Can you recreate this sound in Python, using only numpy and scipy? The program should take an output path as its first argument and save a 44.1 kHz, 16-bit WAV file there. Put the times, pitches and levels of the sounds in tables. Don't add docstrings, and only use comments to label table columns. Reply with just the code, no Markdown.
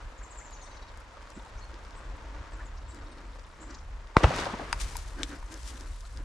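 import sys
import numpy as np
from scipy import signal
from scipy.fft import rfft, irfft
from scipy.io import wavfile

SR = 44100
rng = np.random.default_rng(int(sys.argv[2]) if len(sys.argv) > 2 else 0)


def to_wav(s):
    ch = np.atleast_2d(s).T
    pcm = np.round(np.clip(ch, -1, 1) * 32767)
    wavfile.write(sys.argv[1], SR, pcm.astype(np.int16))


N = 275184
TIME = np.arange(N) / SR
FREQS = np.maximum(np.arange(N // 2 + 1) * SR / N, 1)

# (frequency [Hz], likeness [0-1])
AIR_LIKENESS = [(60, 0.1), (300, 0.73), (700, 0.85), (1400, 0.57), (3000, 0.31), (8000, 0.76)]
ROLL_LIKENESS = [(100, 0.96), (300, 1), (700, 0.86), (1400, 0.59), (3000, 0.4), (7000, 0.58)]
NEAR_LIKENESS = [(200, 0.99), (2000, 0.69), (10000, 0.47)]
# (frequency [Hz], left over right [dB])
AIR_BALANCE = [(100, -0.5), (700, 0.5), (1300, 2), (4400, 0.5), (8000, 5), (15000, -1)]
ROLL_BALANCE = [(100, -0.5), (1300, 2.5), (4400, -1.5), (15000, 2.5)]
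NEAR_BALANCE = [(200, 2), (1300, 17), (4400, 1.5), (15000, 8.5)]

# (time [s], level [dB])
RIVER_LEVEL = [(0, -52.5), (1.9, -52), (2.5, -50.5), (2.7, -54), (5.6, -54.5), (6.1, -57.5)]
# (frequency [Hz], level [dB])
RIVER_SPECTRUM = [(130, -4.5), (200, -1.5), (380, -3), (560, 1.5), (790, -4), (920, 3), (1300, -0.5),
                  (1900, -4.5), (2700, -10.5), (4500, -16), (7000, -21), (9700, -39), (12000, -71),
                  (15000, -67)]
# (time [s], start pitch [Hz], end pitch [Hz], level [dB])
PLOPS = [(0.192, 965, 2590, -52.5), (.388, 1150, 2620, -51), (2.581, 1330, 1930, -45.5),
         (6.021, 930, 1606, -51.5)]

# (time [s], level [dB])
WIND_LEVEL = [(0, -55), (.06, -34.5), (.12, -49.5), (.7, -47.5), (1.8, -42.5), (2.55, -41.5), (3.75, -45),
              (3.88, -36), (4.02, -35.5), (4.09, -48.5), (4.7, -44), (4.9, -37.5), (5.25, -42), (5.75, -42),
              (6.24, -40.5)]
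# (frequency [Hz], level [dB])
WIND_SPECTRUM = [(18, -20), (32, 1), (48, 1.5), (65, -5), (85, -13), (104, -15.5), (130, -23.5),
                 (200, -34.5), (300, -86)]
WIND_LIKENESS = [(20, .97), (60, .985)]  # (frequency [Hz], likeness [0-1])
WIND_BALANCE = [(20, .2), (100, .6)]  # (frequency [Hz], left over right [dB])

# (time [s], level [dB])
SONG_NOTES = [(0.174, -58), (0.227, -51.5), (0.302, -51.5), (0.371, -48), (0.442, -53.5), (0.515, -52),
              (.604, -54.5), (0.712, -63)]
# (time [s], level [dB])
TRILLS = [(0.515, -59), (2.813, -63.5)]
# (pitch [Hz], level [dB], roughness [share of pitch])
TRILL_TONES = [(3850, -1.5, .036), (4450, -3, .036), (5500, -6, .08)]
# (time [s], pitch [Hz], level [dB])
BUZZES = [(.615, 8300, -60.5), (1.33, 7550, -61), (1.945, 7950, -61.5), (2.875, 7600, -56.5),
          (3.597, 7400, -53.5)]
# (time [s], length [s], start pitch [Hz], end pitch [Hz], level [dB], roughness [share of pitch])
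WHISTLES = [(1.569, 0.044, 5570, 7400, -57, 0.07), (1.607, 0.049, 4290, 4300, -55, 0.019),
            (2.515, 0.05, 8500, 6750, -61, .013), (2.647, 0.035, 8100, 6100, -56.5, .011),
            (3.107, 0.03, 8950, 8200, -61.5, .013)]
# (time [s], length [s], level [dB])
SCOLDS = [(2.765, 0.028, -56), (3.7, 0.018, -49.5), (3.74, 0.019, -46.5), (3.781, 0.016, -53.5)]

# (time [s], level [dB], centre [Hz])
SNAPS = [(0.509, -46, 9000), (0.9742, -44, 9000), (1.0044, -50, 11000), (1.222, -48, 4000),
         (1.303, -43, 7560), (1.742, -42.5, 3820), (1.8498, -46, 4000), (1.9077, -47.5, 5000),
         (2.9464, -44, 7500), (3.3952, -46.5, 4550), (4.072, -48, 3500), (4.3628, -30.5, 8100),
         (4.385, -29, 3980), (4.4555, -32, 3570), (5.632, -41, 6200), (5.677, -36, 5970),
         (5.809, -38, 5700), (6.007, -42, 6500), (6.1732, -38.5, 4870)]
# (time [s], level [dB], centre [Hz], left over right [dB])
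GEAR_KNOCKS = [(4.9545, -26.5, 970, 1), (4.9681, -23.5, 12000, 13), (5.427, -34.5, 960, 0),
               (5.5415, -35, 6550, 7)]
# (frequency [Hz], level [dB], t60 [s])
CLICK_MODES = [(957, -3, 0.033), (1220, -7.5, 0.006), (1490, 0, 0.0063), (2460, 3, 0.0039),
               (3470, 2, 0.0048), (5040, 2, 0.0052), (6500, 7, 0.0017), (7400, 6, 0.002),
               (9540, -1, 0.0038), (12300, 5, 0.0014)]
# (time [s], level [dB], half length [s])
CRUNCHES = [(1.0, -56, 0.024), (1.36, -59, 0.16), (1.76, -61.5, 0.39), (3.42, -61, 0.22),
            (4.06, -64, 0.039), (5.7, -54, 0.55)]
# (time [s], level [dB], half length [s])
CLOTH_SCUFFS = [(1.74, -51, 0.018), (2.35, -56.5, 0.43), (2.966, -51.5, 0.058), (3.17, -54, 0.18),
                (3.626, -51, 0.042), (3.716, -47.5, 0.048), (5.21, -39, 0.037), (5.33, -41.5, 0.04),
                (5.542, -47, 0.042), (5.785, -51.5, 0.11), (6.192, -51, 0.042)]
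WEED_SWEEPS = [(4.818, -42, 0.027), (4.92, -50.5, 0.2), (5.26, -55, 0.11), (5.525, -52, 0.014),
               (5.68, -57, 0.28), (5.683, -46, 0.028), (5.95, -61, 0.35)]
# (frequency [Hz], level [dB])
CLOTH_SPECTRUM = [(120, -9), (220, -6.5), (290, 6.5), (400, -7.5), (700, -14), (1000, -17), (1600, -9),
                  (2500, -22.5), (6000, -29), (14000, -70)]
WEED_SPECTRUM = [(530, -19), (900, -5), (1230, -8.5), (2090, -4.5), (3910, -2), (4980, -1), (7580, -2),
                 (11700, -8.5), (14000, -7), (16000, -45)]

# (frequency [Hz], level [dB])
CRACK_SPECTRUM = [(400, 19.5), (1200, 22), (1700, -17), (2000, 21.5), (2550, 0), (3000, -21),
                  (5000, -10.5), (9000, -23), (13000, -50)]
# (delay [s], rise [s], fade [dB/s], body level [dB], hiss level [dB])
STANDS = [(.003, 0.0014, 300, -35, -42.5), (0.079, 0.053, 28, -32.5, -46), (0.236, .06, 160, -32, -39.5)]
# (frequency [Hz], level [dB])
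TRUNK_SPECTRUM = [(41, -27), (70, 0.5), (124, -1), (197, -6), (250, -5), (430, -5.5), (586, -3.5),
                  (740, -5.5), (1100, -3), (1680, -7), (3140, -15), (5000, -29), (6500, -26), (11000, -120)]
LEAF_SPECTRUM = [(1180, -33), (2000, -1.5), (3150, -12), (3430, -2.5), (4770, -3.5), (8890, -13),
                 (12000, -20.5), (15000, -16)]
# (time [s], level [dB], low edge [Hz], high edge [Hz])
ECHOES = [(4.21, -29.5, 447, 1300), (4.235, -18.5, 294, 750), (4.2372, -22.5, 1300, 4960),
          (4.244, -13.5, 550, 2180), (4.248, -29, 2430, 2900), (4.309, -24.5, 590, 800),
          (4.317, -35, 654, 1800), (4.468, -27, 660, 1060), (4.499, -37, 860, 1240),
          (4.540, -31, 344, 1700), (4.597, -34, 547, 1520), (4.619, -32, 253, 1110)]
# (frequency [Hz], level [dB])
ECHO_SPECTRUM = [(200, 15), (1000, 1), (3000, -13), (7000, -19.5)]

# (time [s], level [dB], centre [Hz], left over right [dB])
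LATCH_HITS = [(4.7278, -24.5, 7000, 4), (4.7291, -13, 1300, 5.5)]
CATCH_HITS = [(5.2325, -15, 3500, 7.5), (5.2342, -22.5, 8000, 5)]
# (frequency [Hz], level [dB], t60 [s])
LATCH_MODES = [(945, -3, 0.048), (1150, -6, .009), (1500, 4, 0.0041), (2480, 1, 0.0073), (3860, -8, .014),
               (4910, 6, .018), (6400, -3, 0.016), (7700, -15, .022), (8700, 3.5, 0.0058)]
CATCH_MODES = [(2470, -13, 0.0053), (3750, 2.5, 0.0034), (5670, 2.5, 0.0033), (7330, -6.5, .017),
               (8400, -18, 0.015)]

STEM_SIDE_DB = 4


def amp(db):
    return 10 ** (np.asarray(db) / 20)


def unit_rms(x):
    return x / np.sqrt(np.mean(x ** 2) + 1e-20)


def over_time(points):
    return np.interp(TIME, *np.transpose(points))


def over_hz(points):
    hz, value = np.transpose(points)
    return np.interp(np.log(FREQS), np.log(hz), value)


def pan(db):
    return amp(np.array([[db], [-db]]) / 2)


def cut(x, hz, kind, order=2):
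    return signal.sosfilt(signal.butter(order, hz, kind, fs=SR, output="sos"), x + 1e-18)


def white():
    return rng.standard_normal((2, N))


def drift(rate_hz):
    return unit_rms(irfft(rfft(rng.standard_normal(N)) / (1 + (FREQS / rate_hz) ** 2), N))


def grains(per_s, size_db):
    sizes = amp(size_db * np.minimum(rng.exponential(1, (2, N)), 4))
    return unit_rms(sizes * white() * (rng.random(N) < per_s / SR))


def colour(source, spectrum, likeness, balance):
    mid, side = rfft(source) * amp(over_hz(spectrum))
    alike = over_hz(likeness)
    sides = np.array([[1], [-1]])
    channels = np.sqrt(1 + alike) * mid + sides * np.sqrt(1 - alike) * side
    out = irfft(channels * amp(sides * over_hz(balance) / 2), N)
    return out / np.std(out.mean(axis=0))


def swells(rows):
    strokes = (amp(level_db) * np.exp(-((TIME - s) / half) ** 2) for s, level_db, half in rows)
    return np.sqrt(sum(stroke ** 2 for stroke in strokes))


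def glide(s, length, start_hz, end_hz, waver, bend=1.314, skew=1):
    out = np.zeros(N)
    at = np.arange(*np.searchsorted(TIME, [s, s + length]))
    progress = (TIME[at] - s) / length
    hz = (start_hz + (end_hz - start_hz) * progress ** bend) * (1 + waver[at])
    out[at] = np.sin(np.pi * progress ** skew) * np.sin(2 * np.pi * np.cumsum(hz) / SR)
    return out


def ring(hits, hz, t60):
    decay, step = amp(-60 / (t60 * SR)), 2 * np.pi * hz / SR
    return signal.lfilter([0, np.sin(step)], [1, -2 * decay * np.cos(step), decay ** 2], hits + 1e-18)


def strike(contacts, modes, db_per_octave):
    for hz, mode_db, t60 in modes:
        hits = np.zeros((2, N))
        for s, level_db, centre_hz, side_db in contacts:
            falloff_db = db_per_octave * abs(np.log2(hz / centre_hz))
            hits[:, int(s * SR)] += amp(level_db + mode_db - falloff_db) * pan(side_db)[:, 0]
        yield ring(hits, hz, t60)


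def thicket(x, t60, wet_db):
    age = TIME[:SR // 2]
    tail = rng.standard_normal((2, len(age))) * amp(-60 * age / t60)
    tail /= np.sqrt(np.sum(tail ** 2, axis=1, keepdims=True))
    return x + amp(wet_db) * signal.fftconvolve(x, tail, axes=1)[:, :N]


def river():
    splashes = white() + grains(per_s=2500, size_db=2.5)
    rush = colour(splashes, RIVER_SPECTRUM, AIR_LIKENESS, AIR_BALANCE) * amp(.86 * drift(36))
    return amp(over_time(RIVER_LEVEL)) * (rush + babble()) + plops() * pan(2.1)


def babble(per_s=28, centre_hz=1054.5, spread_octaves=.5, longest_s=.027):
    out, waver = np.zeros((2, N)), .025 * drift(210)
    count = int(per_s * N / SR)
    starts = rng.random(count) * N / SR
    for s, (pitch, strength, side) in zip(starts, rng.standard_normal((count, 3))):
        hz = centre_hz * 2 ** (spread_octaves * pitch)
        size = min(centre_hz / hz, 1)
        life = slice(int(s * SR), int((s + longest_s) * SR))
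        note = glide(s, longest_s * size, hz, 1.143 * hz, waver)[life]
        out[:, life] += size * amp(-3 + 1.9 * strength) * pan(3 * side) * note
    return out


def plops(length_s=.047):
    waver = .089 * drift(350)
    return sum(amp(level_db) * glide(s, length_s, start_hz, end_hz, waver, bend=1.2)
               for s, start_hz, end_hz, level_db in PLOPS)


def wind():
    eddies = colour(white(), WIND_SPECTRUM, WIND_LIKENESS, WIND_BALANCE)
    return amp(over_time(WIND_LEVEL) + 1.1 * drift(1.8) + 1.8 * drift(7.4)) * eddies


def birds(scold_hz=5700, warble_hz=185):
    flutter = drift(720)
    buzzes = sum(amp(level_db) * glide(s, .056, hz, hz, .055 * flutter) for s, hz, level_db in BUZZES)
    whistles = sum(amp(level_db) * glide(s, length, start_hz, end_hz, rough * flutter)
                   for s, length, start_hz, end_hz, level_db, rough in WHISTLES)
    warble = .16 * np.sin(2 * np.pi * warble_hz * TIME) + .12 * flutter
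    scolds = sum(amp(level_db) * glide(s, length, scold_hz, .9 * scold_hz, warble)
                 for s, length, level_db in SCOLDS)
    far = thicket((song(flutter) + buzzes) * pan(4.4), t60=.55, wet_db=-.5)
    near = thicket((scolds + whistles + trills(flutter)) * pan(3), t60=.3, wet_db=-7)
    return far + near


def song(flutter, crest_s=.3, crest_hz=7950, sag_hz_per_s=3600):
    out = np.zeros(N)
    for s, level_db in SONG_NOTES:
        past_crest = s - crest_s
        hz = crest_hz - sag_hz_per_s * abs(past_crest)
        length = .035 + .06 * past_crest
        out += amp(level_db) * glide(s, length, hz, .7 * hz, .017 * flutter, bend=1.9, skew=.75)
    return out * unit_rms(amp(2.5 * drift(220)))


def trills(flutter, count=8, gap_s=.044, slowing_s=.001, swell_db=.45):
    out = np.zeros(N)
    for start, level_db in TRILLS:
        for k, (pitch, strength) in enumerate(rng.standard_normal((count, 2))):
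            s = start + gap_s * k + slowing_s * k ** 2
            note_db = level_db + swell_db * k + strength
            for hz, tone_db, rough in TRILL_TONES:
                waver = .018 * pitch + rough * flutter
                out += amp(note_db + tone_db) * glide(s, .027, hz, .97 * hz, waver)
    return out


def snaps_and_knocks():
    contacts = list(GEAR_KNOCKS) + [(s, level_db, hz, STEM_SIDE_DB) for s, level_db, hz in SNAPS]
    modes = strike(contacts, CLICK_MODES, db_per_octave=9.5)
    rung = sum(mode * (-1) ** k for k, mode in enumerate(modes))
    return cut(thicket(rung, t60=.041, wet_db=-6.5), 630, "high", order=6)


def crunching_stems(breaks_per_s=190, ring_cycles=26):
    pitches_hz = np.geomspace(3560, 10800, 14)
    breaks = (rng.random(N) < breaks_per_s / SR) * rng.standard_normal(N) * swells(CRUNCHES)
    stem = rng.integers(0, len(pitches_hz), N)
    ticks = sum(ring(breaks * (stem == k), hz, ring_cycles / hz) for k, hz in enumerate(pitches_hz))
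    return thicket(amp(4) * ticks * pan(STEM_SIDE_DB), t60=.02, wet_db=-2)


def footfall(s=1.375):
    thud = unit_rms(cut(white()[0], [140, 260], "band"))
    return amp(-41.5) * thud * np.exp(-((TIME - s) / .012) ** 2)


def rustle(stir_db=-70):
    crackle = colour(grains(per_s=16000, size_db=3), WEED_SPECTRUM, NEAR_LIKENESS, NEAR_BALANCE)
    brushing = np.hypot(amp(stir_db), swells(WEED_SWEEPS))
    weeds = crackle * brushing * amp(2.25 * drift(50))
    cloth = swells(CLOTH_SCUFFS) * colour(white(), CLOTH_SPECTRUM, NEAR_LIKENESS, AIR_BALANCE)
    return weeds + cloth


def shotgun(shot_s):
    age = np.maximum(TIME - shot_s, 0)
    rise = age / .00049
    pulse = rise * np.exp(1 - rise)
    bark = amp(-2.5) * np.sin(2 * np.pi * 1040 * age) * pulse
    bite = amp(-14) * np.sin(2 * np.pi * 2300 * age) * pulse
    pressure = blast_wave(shot_s + .0014, push_s=.0023)
    blast = amp(-1) * cut(cut(pressure, 35, "high"), 1240, "low")
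    front = leading_ring(bark + blast) * pan(.84)
    grit = colour(white(), CRACK_SPECTRUM, NEAR_LIKENESS, ROLL_BALANCE)
    crack = grit * amp(-13) * (age > 0) * np.exp(-age / .0049)
    slap = -amp(-2) * cut(blast_wave(4.2429, push_s=.0011), [300, 2800], "band")
    boom = -amp(1.5) * cut(blast_wave(4.241, push_s=.0096), [48, 115], "band")
    return front + bite + crack + slap + boom


def blast_wave(start, push_s):
    age = np.maximum(TIME - start, 0) / push_s
    return (TIME >= start) * (1 - age) * np.exp(-age)


def leading_ring(x, edge_hz=890, top_hz=1460):
    ahead = cut(x, top_hz, "low", order=4)
    steep = signal.ellip(6, .3, 38, edge_hz, "high", fs=SR, output="sos")
    return x + amp(-1) * signal.sosfilt(steep, ahead[::-1])[::-1]


def roll(shot_s):
    body_power = hiss_power = 0
    for delay, rise, fade_db_per_s, body_db, hiss_db in STANDS:
        age = TIME - shot_s - delay
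        shape = np.exp(np.minimum(age, 0) / rise) * amp(-fade_db_per_s * np.maximum(age, 0))
        body_power += (amp(body_db) * shape) ** 2
        hiss_power += (amp(hiss_db) * shape) ** 2
    body = colour(grains(per_s=5900, size_db=0), TRUNK_SPECTRUM, ROLL_LIKENESS, ROLL_BALANCE)
    body *= np.sqrt(body_power) * amp(.24 * drift(48))
    hiss = colour(grains(per_s=5000, size_db=-.5), LEAF_SPECTRUM, ROLL_LIKENESS, ROLL_BALANCE)
    hiss *= np.sqrt(hiss_power) * amp(drift(60))
    rumble_age = np.maximum(TIME - 4.255, 0)
    rumble = unit_rms(cut(white()[0], [95, 150], "band"))
    rumble *= amp(-21) * np.tanh(rumble_age / .00358) * np.exp(-rumble_age / .0307)
    return (body + hiss) * (TIME > shot_s) + rumble


def echoes(shot_s):
    out, after = np.zeros((2, N)), slice(int(shot_s * SR), N)
    cluster = colour(white(), ECHO_SPECTRUM, ROLL_LIKENESS, ROLL_BALANCE)[:, after]
    for s, level_db, low_hz, high_hz in ECHOES:
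        smear_s = .0055 + .01 * (s - shot_s)
        age = (TIME[after] - s) / smear_s
        band = unit_rms(cut(cluster, [low_hz, high_hz], "band"))
        out[:, after] += band * amp(level_db) * np.exp(-np.maximum(age, -2 * age))
    return out


def latch_and_catch():
    latch = cut(sum(strike(LATCH_HITS, LATCH_MODES, db_per_octave=8)), 1090, "high", order=3)
    catch = cut(sum(strike(CATCH_HITS, CATCH_MODES, db_per_octave=12.5)), 1200, "high")
    return thicket(latch + catch, t60=.05, wet_db=-9)


def scene():
    shot_s = 4.16763
    gunshot = shotgun(shot_s) + echoes(shot_s) + roll(shot_s)
    wearer = rustle() + crunching_stems() + footfall() + snaps_and_knocks() + latch_and_catch()
    return river() + wind() + birds() + gunshot + wearer


def record(dry):
    clipped = np.clip(dry, -.93, .93)
    soft = cut(clipped, 10130, "low", order=4)
    return signal.sosfilt(signal.ellip(10, .1, 80, 15700, fs=SR, output="sos"), soft)


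dry = scene()
out = record(dry)
to_wav(out)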